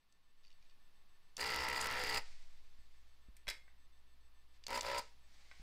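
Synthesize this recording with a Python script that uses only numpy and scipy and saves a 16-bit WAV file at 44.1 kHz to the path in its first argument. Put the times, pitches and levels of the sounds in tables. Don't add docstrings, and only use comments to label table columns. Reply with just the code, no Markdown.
import sys
import numpy as np
from scipy import signal
from scipy.fft import rfft, irfft
from scipy.io import wavfile
from scipy.ndimage import uniform_filter1d, map_coordinates

SR = 44100
rng = np.random.default_rng(int(sys.argv[2]) if len(sys.argv) > 2 else 0)


def how_loud(loudness_db):
    steps = np.asarray(loudness_db, float) / 20
    return 10 ** steps


def materialize(psi):
    bounded = np.clip(np.atleast_2d(psi).T, -1, 1)
    quanta = np.round(bounded * 32767).astype(np.int16)
    wavfile.write(sys.argv[1], SR, quanta)


N = 247836
T = np.arange(N) / SR

# pitch in Hz, relative dB per Hz.
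HISS_COLOUR = [(12, -41.5), (25, -29), (45, -29.5), (70, -34.5), (92, -37.5), (184, -40), (527, -46.5),
               (1090, -42.5), (1550, -47), (1740, -45), (4500, -47), (7070, -58.5), (16000, -59.5)]
# time in seconds, level in dB before a small fixed lift.
HISS_LEVEL = [(0, -82), (.8, -76), (2.6, -76), (4.2, -77), (5.62, -74.5)]
# time in seconds, level in dB.
SWAY_LEVEL = [(0.0, -74.5), (0.47, -54), (1.45, -58), (2.28, -43), (3.21, -56.5), (5.54, -56.5),
              (5.62, -61)]
# pitch in Hz, relative dB per Hz.
RUMBLE_COLOUR = [(8, -17), (14, -1.5), (28, -9.5), (55, -18.5), (90, -31), (200, -60)]
# multiple of its base pitch, level in dB before a fixed lift.
WHINE_TONES = [(2, -86), (3, -91), (4, -88.5), (5, -90), (7, -96), (9, -90)]
# time in seconds, strength in relative dB, brightness in dB per octave.
TRIGGER_CLICKS = [(.124, -70, 10), (1.3675, -40, 8.5), (4.638, -48, -3), (4.6665, -36.5, 5),
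                  (4.809, -33, 1.5)]
# pitch in Hz, relative level in dB, time to fall 60 dB in seconds.
GUN_BODY_RINGS = [(2460, -8.5, 0.014), (2860, -7, 0.019), (3670, -1, 0.0065), (4640, 3.5, 0.013),
                  (5470, -4, 0.019), (6190, -5, 0.012), (7250, 1, 0.0031), (9200, -11.5, .004),
                  (12500, -23, .002)]
# first slip in seconds, length in seconds,
# gap between slips in seconds, strength of the first slip in relative dB.
FINGER_CREAKS = [(0.434, .01, .007, -66), (0.4488, .035, .0102, -62), (0.503, .03, .012, -62),
                 (0.625, .004, .01, -62.5), (0.697, .018, .013, -65)]
# middle in seconds, level in dB, spread of the bell shape in seconds.
SLEEVE_RUSTLES = [(.48, -83, .06), (0.645, -81, 0.037), (2.99, -83, 0.17), (4.557, -77, .02),
                  (5.35, -77, 0.061), (5.58, -70, 0.16)]
# start in seconds, level in dB, fading in dB per second.
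AIR_LEAKS = [(2.19, -62, 38), (5.0, -59, 140)]
# pitch in Hz, relative dB per Hz.
RUSTLE_SPECTRUM = [(410, -20), (700, -5), (779, -5), (1110, -12.5), (2090, 1), (2810, -4.5), (4750, -2),
                   (8500, -13), (12000, -35), (15600, -63), (22000, -120)]
# on in seconds, off in seconds, drive in dB, air in dB,
# time in seconds of one main knock, which sets the crank angle.
PUMP_RUNS = [(1.378, 2.182, -41.5, -52, 1.4618), (4.679, 4.787, -42.5, -56, 4.93),
             (4.822, 4.993, -42.5, -53.5, 4.899)]
# multiple of the shaft speed, relative level in dB.
SHAFT_ORDERS = [
    [(1, -3.5), (2, -18), (3, -15), (4, -11), (5, -8.5), (6, -16), (7, -1), (8, -0.5), (9, -12), (10, -9),
     (11, -11), (12, -4), (13, -10.5), (14, -0.5), (15, 1.5), (16, -5), (17, -14), (18, -21)],
    [(1, -5.5), (2, -37), (3, -12), (4, -9), (5, -12), (6, -23), (7, -1), (8, -2), (9, 6.5), (10, -5.5),
     (11, -6), (12, -2), (13, -8), (14, -23), (15, 2.5), (16, 5), (17, -28), (18, -13)],
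]
# place as a share of the turn, pitch in Hz,
# time to fall 60 dB in seconds, relative dB at the board, relative dB lifted away.
KNOCKS = [(0.0, 1978, 0.015, 10, -7), (0.0, 1380, 0.0019, 6, 6), (.06, 1323, 0.046, -0.5, -1.5),
          (0.047, 2780, 0.027, 1.5, -4), (0.201, 5340, 0.024, -4.5, -0.5), (0.37, 1840, 0.01, 7.5, 2),
          (0.541, 1339, 0.026, 5, -5), (.6, 2020, 0.022, 4, 3), (.75, 4710, .014, 7.5, 3.5),
          (0.841, 5030, 0.0068, -3, -7), (0.849, 936, 0.046, -5.5, 5.5), (.4, 3650, 0.0042, -3, 4)]
# pitch in Hz, relative dB per Hz.
RATTLE_COLOUR = [(47, -38.5), (80, -10.5), (269, -21), (509, -4.5), (666, -14), (889, -4.5), (1140, -9),
                 (1310, -7), (1680, -4), (1960, 0.5), (3920, -9.5), (4750, -7.5), (8000, -27.5),
                 (10400, -46.5), (17600, -120)]
# pitch in Hz, relative dB per Hz.
AIR_COLOUR = [(2940, -23.5), (5000, 11.5), (5300, -16.5), (7270, -2), (9600, -10.5), (14600, -15.5),
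              (16000, -13)]
# middle in seconds, spread of the bell shape in seconds,
# turns per second lost, drive in dB lost (a minus sign means gained).
NOZZLE_SEALS = [(1.772, .05, 0.66, 1), (2.049, 0.048, 1.72, 1), (2.151, 0.0407, 1.4, -1.3),
                (4.86, .03, 1.55, -1)]
# time in seconds, click height in dB before it is shaped into a spike.
LOUD_SPARKS = [(1.3808, -36.5), (1.5032, -30), (1.5204, -36), (1.546, -30), (1.562, -26), (1.6871, -26.5),
               (1.7013, -33), (1.729, -32), (1.829, -33), (1.845, -29), (1.8615, -31), (1.8707, -27),
               (1.913, -31.5), (1.9276, -33), (1.9701, -40), (1.9949, -34), (2.0381, -26.5), (2.07, -34.5),
               (2.128, -34), (2.1464, -26.5), (4.683, -34), (4.706, -33.5), (4.7305, -37), (4.822, -37),
               (4.8314, -36), (4.8744, -40)]
# time in seconds, starting level in dB,
# dying time in seconds, air change in dB.
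SOLDER_SPITS = [(1.404, -48, .004, 2), (1.803, -47, .008, -2), (1.812, -37, .004, 10),
                (2.173, -40.5, .002, 6.5), (4.775, -39, 0.0023, 7), (4.983, -40, 0.003, 5)]
# time in seconds, strength in dB, pitch of the upper ring in Hz.
BENCH_THUMPS = [(2.789, -64, 200), (3.286, -54.5, 200), (3.477, -48.5, 109), (3.865, -66, 130),
                (5.598, -53.5, 148)]
# time in seconds, strength in relative dB, brightness in dB per octave.
STAND_CLACKS = [(3.367, -51.5, 13), (3.470, -42.5, -4.5), (3.480, -27.5, 1.5), (3.4865, -28, 8.5),
                (3.4995, -29.5, 11), (3.507, -41.5, -5.5), (3.678, -66.5, -12), (5.513, -54.5, -10.5)]
# pitch in Hz, relative level in dB, time to fall 60 dB in seconds.
STAND_RINGS = [(405, -22.5, 0.0027), (1061, -20, 0.011), (1580, -7.5, 0.015), (1920, -7, 0.019),
               (2070, -28, .3), (2140, -27, .45), (2210, 3.5, 0.008), (2620, -6.5, 0.01), (3380, -6, 0.016),
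               (3920, -4.5, 0.012), (4720, -2, 0.003), (5290, -2.5, 0.0083), (6050, -11, 0.0037),
               (7550, -13.5, 0.0041), (8670, -9, 0.0028), (10350, -21, 0.0023), (12500, -17, 0.0012)]

SWAY_HZ, SWAY_WANDER_HZ = 7.6, .5
MAINS_HZ = 58.8
HUM_IDLE_DB, HUM_WARM_DB = -90.5, -72
HUM_PUMPING_DB, BUZZ_PUMPING_DB = -72, -78
FAN_HZ, FAN_DB = 1097, -93
WHINE_HZ, WHINE_START_S, WHINE_PERIOD_S = 888.9, .091, .1418
WHINE_SHARE = .6
WHINE_FADE_IN_DB, WHINE_FADE_IN_S = 5.5, 0.46
ROOM_T60_S, ECHO_DB, WALL_CUT_HZ = 0.25, -16.5, 3800
CREAK_BRIGHTNESS, CREAK_FADE_DB_PER_S = -9, 120
FULL_SPEED, SPIN_UP_S = 63.6, .04
FIRST_TURN_SHARE = .82
SLOWING = 150
START_LOSS_DB, BUILD_UP_S, COAST_DB_PER_S = 15, .018, 702
SWELL_S = 0.03
START_SPARKS_S, START_SPARK_DB = .105, -34.5
TREBLE_SPREAD_HZ, TREBLE_SPREAD_DB = 10800, -2.5


def rms_one(x):
    return x / np.sqrt(np.mean(x ** 2) + 1e-20)


def curve(rows):
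    return np.interp(T, *np.transpose(rows))


def drift(rate):
    steps = rng.standard_normal(int(N / SR * rate * 2) + 3)
    return map_coordinates(steps, [T * rate * 2], order=2)


def bump(middle, half):
    return np.exp(-.5 * ((T - middle) / half) ** 2)


def coloured(spectrum):
    hz, db = np.transpose(spectrum)
    grid = np.arange(N // 2 + 1) * SR / N + 1
    gain = how_loud(np.interp(np.log(grid), np.log(hz), db))
    return rms_one(irfft(rfft(rng.standard_normal(N)) * gain, N))


def ring(clicks, hz, t60):
    keep, angle = how_loud(-60 / (t60 * SR)), 2 * np.pi * hz / SR
    return signal.lfilter([0, np.sin(angle)], [1, -2 * keep * np.cos(angle), keep * keep], clicks + 1e-18)


def clicks_at(s, sizes):
    out = np.zeros(N)
    places = np.minimum(np.round(np.asarray(s) * SR).astype(int), N - 1)
    np.add.at(out, places, sizes)
    return out


def struck(blows, modes, gain_db, spread_db, chatter_s):
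    s, db, bright = np.transpose(blows)
    out = 0
    for hz, level_db, t60 in modes:
        tilt_db = bright * np.log2(hz / 4000)
        strength_db = db + gain_db + level_db + tilt_db + spread_db * rng.standard_normal(len(s))
        decay = np.exp(-1 / (chatter_s * SR))
        chatter = signal.lfilter([1], [1, -decay], clicks_at(s, how_loud(strength_db)) + 1e-18)
        out = out + ring(chatter * rng.standard_normal(N), hz, t60)
    return signal.sosfilt(signal.butter(2, 350, "high", fs=SR, output="sos"), out)


def room_hiss():
    return how_loud(curve(HISS_LEVEL) + 1) * coloured(HISS_COLOUR)


def mains_hum():
    on, off = PUMP_RUNS[0][:2]
    pumping = uniform_filter1d(1. * (T > on) * (T < off), size=2000)
    resting_db = np.where(T < (on + off) / 2, HUM_IDLE_DB, HUM_WARM_DB)
    hum_db = resting_db * (1 - pumping) + HUM_PUMPING_DB * pumping
    hum = how_loud(hum_db) * np.sin(2 * np.pi * MAINS_HZ * T)
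    buzz = how_loud(BUZZ_PUMPING_DB) * pumping * np.sin(4 * np.pi * MAINS_HZ * T)
    return np.sqrt(2) * (hum + buzz)


def fan_line():
    return how_loud(FAN_DB + 1.0 * drift(5)) * np.sin(2 * np.pi * (FAN_HZ * T + 0.59 * drift(7.9)))


def slow_sway():
    hz, level_db = SWAY_HZ + SWAY_WANDER_HZ * drift(1.5), curve(SWAY_LEVEL)
    sway = np.sqrt(2) * how_loud(level_db) * np.sin(2 * np.pi * (np.cumsum(hz) / SR + 0.305))
    rumble = how_loud(0.85 * level_db - 26.5) * coloured(RUMBLE_COLOUR)
    return sway + rumble


def electronic_whine():
    on = uniform_filter1d(1. * ((T - WHINE_START_S) / WHINE_PERIOD_S % 1 < WHINE_SHARE), size=300)
    fade_in = how_loud(-WHINE_FADE_IN_DB * np.exp(-T / WHINE_FADE_IN_S))
    tones = sum(how_loud(db + 2.5 + 2.0 * drift(23)) * np.sin(2 * np.pi * (m * WHINE_HZ * T + rng.random()))
                for m, db in WHINE_TONES)
    return on * fade_in * tones


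def gun_body(blows):
    return struck(blows, GUN_BODY_RINGS, gain_db=-19.0, spread_db=2.0, chatter_s=0.0023)


def trigger_clicks():
    return gun_body(TRIGGER_CLICKS)


def room_echo(x):
    t = np.arange(int(.5 * SR)) / SR
    dull = np.exp(-2 * np.pi * WALL_CUT_HZ / SR)
    tail = signal.lfilter([1], [1, -dull], rng.standard_normal(len(t)))
    tail = tail * how_loud(-60 * t / ROOM_T60_S) * (t > .004)
    return how_loud(ECHO_DB) * signal.fftconvolve(x, tail / np.sqrt(np.sum(tail ** 2)))[:N]


def finger_creaks():
    slips = [(s, db - CREAK_FADE_DB_PER_S * (s - first), CREAK_BRIGHTNESS)
             for first, length, gap, db in FINGER_CREAKS for s in np.arange(first, first + length, gap)]
    return gun_body(slips)


def rustles_and_leaks():
    level = sum(how_loud(db) * bump(s, half) for s, db, half in SLEEVE_RUSTLES)
    leaks = sum((T > s) * how_loud(db - fading * np.maximum(T - s, 0)) for s, db, fading in AIR_LEAKS)
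    grain = how_loud(1.1 * drift(52))
    return (level + leaks) * grain * coloured(RUSTLE_SPECTRUM)


def motor(k):
    on, off, drive_db, air_db, knock = PUMP_RUNS[k]
    rising, coasting = np.maximum(T - on, 0), np.maximum(T - off, 0)
    speed = FULL_SPEED * (1 - (1 - FIRST_TURN_SHARE) * np.exp(-rising / SPIN_UP_S) * (T > on))
    speed = speed - SLOWING * coasting
    speed = speed - sum(lost * bump(s, half) for s, half, lost, _ in NOZZLE_SEALS)
    turns = np.cumsum(np.maximum(speed, 1)) / SR
    turns = turns - np.interp(knock, T, turns)
    shape_db = -START_LOSS_DB * np.exp(-rising / BUILD_UP_S) - COAST_DB_PER_S * coasting
    labour_db = sum(db * bump(s, half) for s, half, _, db in NOZZLE_SEALS)
    swell_db = sum(db * bump(s, SWELL_S) for s, *_, db in SOLDER_SPITS)
    drive = (T > on) * how_loud(drive_db + shape_db - labour_db)
    air = (T > on) * how_loud(air_db + shape_db + swell_db)
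    return turns, drive, air, speed


def shaft_orders(turns, speed, grip):
    multiples, levels = np.transpose(SHAFT_ORDERS[grip])
    orders = 0
    for m in multiples:
        level_db = np.interp(m * speed / FULL_SPEED, multiples, levels) + 3.55 * drift(9)
        phase = m * turns + rng.random() + 0.04 * drift(8)
        orders = orders + how_loud(level_db) * np.sin(2 * np.pi * phase)
    return orders


def valve_knocks(turns, grip):
    whole = np.arange(np.ceil(turns[0]), turns[-1] - 1)
    wander = np.interp(whole, turns, drift(5))
    knocks = 0
    for place, hz, t60, *db in KNOCKS:
        chance = rng.standard_normal((len(whole), 2))
        s = np.interp(whole + place + .012 * wander + .007 * chance[:, 0], turns, T)
        slow_db = 3.1 * np.interp(s, T, drift(4))
        sizes = how_loud(db[grip] + slow_db + 1.0 * chance[:, 1])
        knocks = knocks - ring(clicks_at(s, sizes), hz, t60)
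    return knocks


def housing_rattle(turns):
    throb_db = 4.0 * np.cos(2 * np.pi * (turns - .05)) + 3.0 * np.cos(4 * np.pi * (turns - .07))
    return how_loud(-6.5) * how_loud(throb_db) * coloured(RATTLE_COLOUR)


def nozzle_air(turns):
    uneven = how_loud(-3 + 2.4 * drift(14) + 3.6 * drift(45))
    return uneven * (1 + 0.14 * np.cos(2 * np.pi * (turns - .05))) * coloured(AIR_COLOUR)


def pump_run(k):
    turns, drive, air, speed = motor(k)
    grip = min(k, 1)
    orders = how_loud(-11.5) * shaft_orders(turns, speed, grip)
    knocks = how_loud(-4.0) * valve_knocks(turns, grip)
    return drive * (orders + knocks + housing_rattle(turns)) + air * nozzle_air(turns)


def brush_sparks():
    s, db = np.transpose(LOUD_SPARKS)
    turns, on = motor(0)[0], PUMP_RUNS[0][0]
    first, last = np.interp([on + .02, on + START_SPARKS_S], T, turns)
    starting_s = np.interp(np.arange(np.ceil(first), last), turns, T)
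    starting = clicks_at(starting_s, how_loud(START_SPARK_DB))
    drive = sum(motor(k)[1] for k in range(len(PUMP_RUNS)))
    chosen = rng.random(N) < 90 / SR
    small = chosen * drive * how_loud(-1.0 + 2.26 * np.minimum(rng.exponential(1, N), 3))
    spikes = clicks_at(s, how_loud(db)) + starting + small
    sharp = signal.lfilter([1.2, 1.2], [1, -.3], spikes)
    longer = signal.lfilter([.4], [1, -.85], spikes)
    return -sharp - longer


def solder_slurps():
    shape = sum(how_loud(db) * (T > s) * np.exp(-np.maximum(T - s, 0) / dying) for s, db, dying, _ in SOLDER_SPITS)
    band = signal.butter(2, [5200, 9200], "band", fs=SR, output="sos")
    return shape * rms_one(signal.sosfilt(band, rng.standard_normal(N)))


def bench_thumps():
    return sum(ring(clicks_at([s], how_loud(db)), hz, 0.028) + ring(clicks_at([s], how_loud(db + 7.5)), .25 * hz, 0.15)
               for s, db, hz in BENCH_THUMPS)


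def stand_clacks():
    return struck(STAND_CLACKS, STAND_RINGS, gain_db=-24.5, spread_db=2.0, chatter_s=0.0041)


def scene():
    background = room_hiss() + mains_hum() + fan_line() + slow_sway() + electronic_whine()
    gun = trigger_clicks() + finger_creaks() + solder_slurps()
    gun = gun + sum(pump_run(k) for k in range(len(PUMP_RUNS)))
    stand = stand_clacks()
    echoes = room_echo(gun + how_loud(7.0) * stand)
    handling = rustles_and_leaks() + bench_thumps()
    return np.tile(gun + stand + echoes + brush_sparks() + handling + background, (2, 1))


def roll_off(x):
    return signal.sosfilt(signal.butter(12, 16490, fs=SR, output="sos"), x)


def record(dry):
    smear = rng.standard_normal(900) / 30
    high = signal.butter(4, TREBLE_SPREAD_HZ, "high", fs=SR, output="sos")
    treble = np.convolve(signal.sosfilt(high, dry[0]), smear)[:N]
    now_and_then = drift(5) > .3
    side = how_loud(TREBLE_SPREAD_DB) * now_and_then * treble
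    spread = dry + side * [[1], [-1]]
    top = signal.cheby2(12, 60, 16500, fs=SR, output="sos")
    return roll_off(signal.sosfilt(top, spread))


dry = scene()
out = record(dry)
materialize(out)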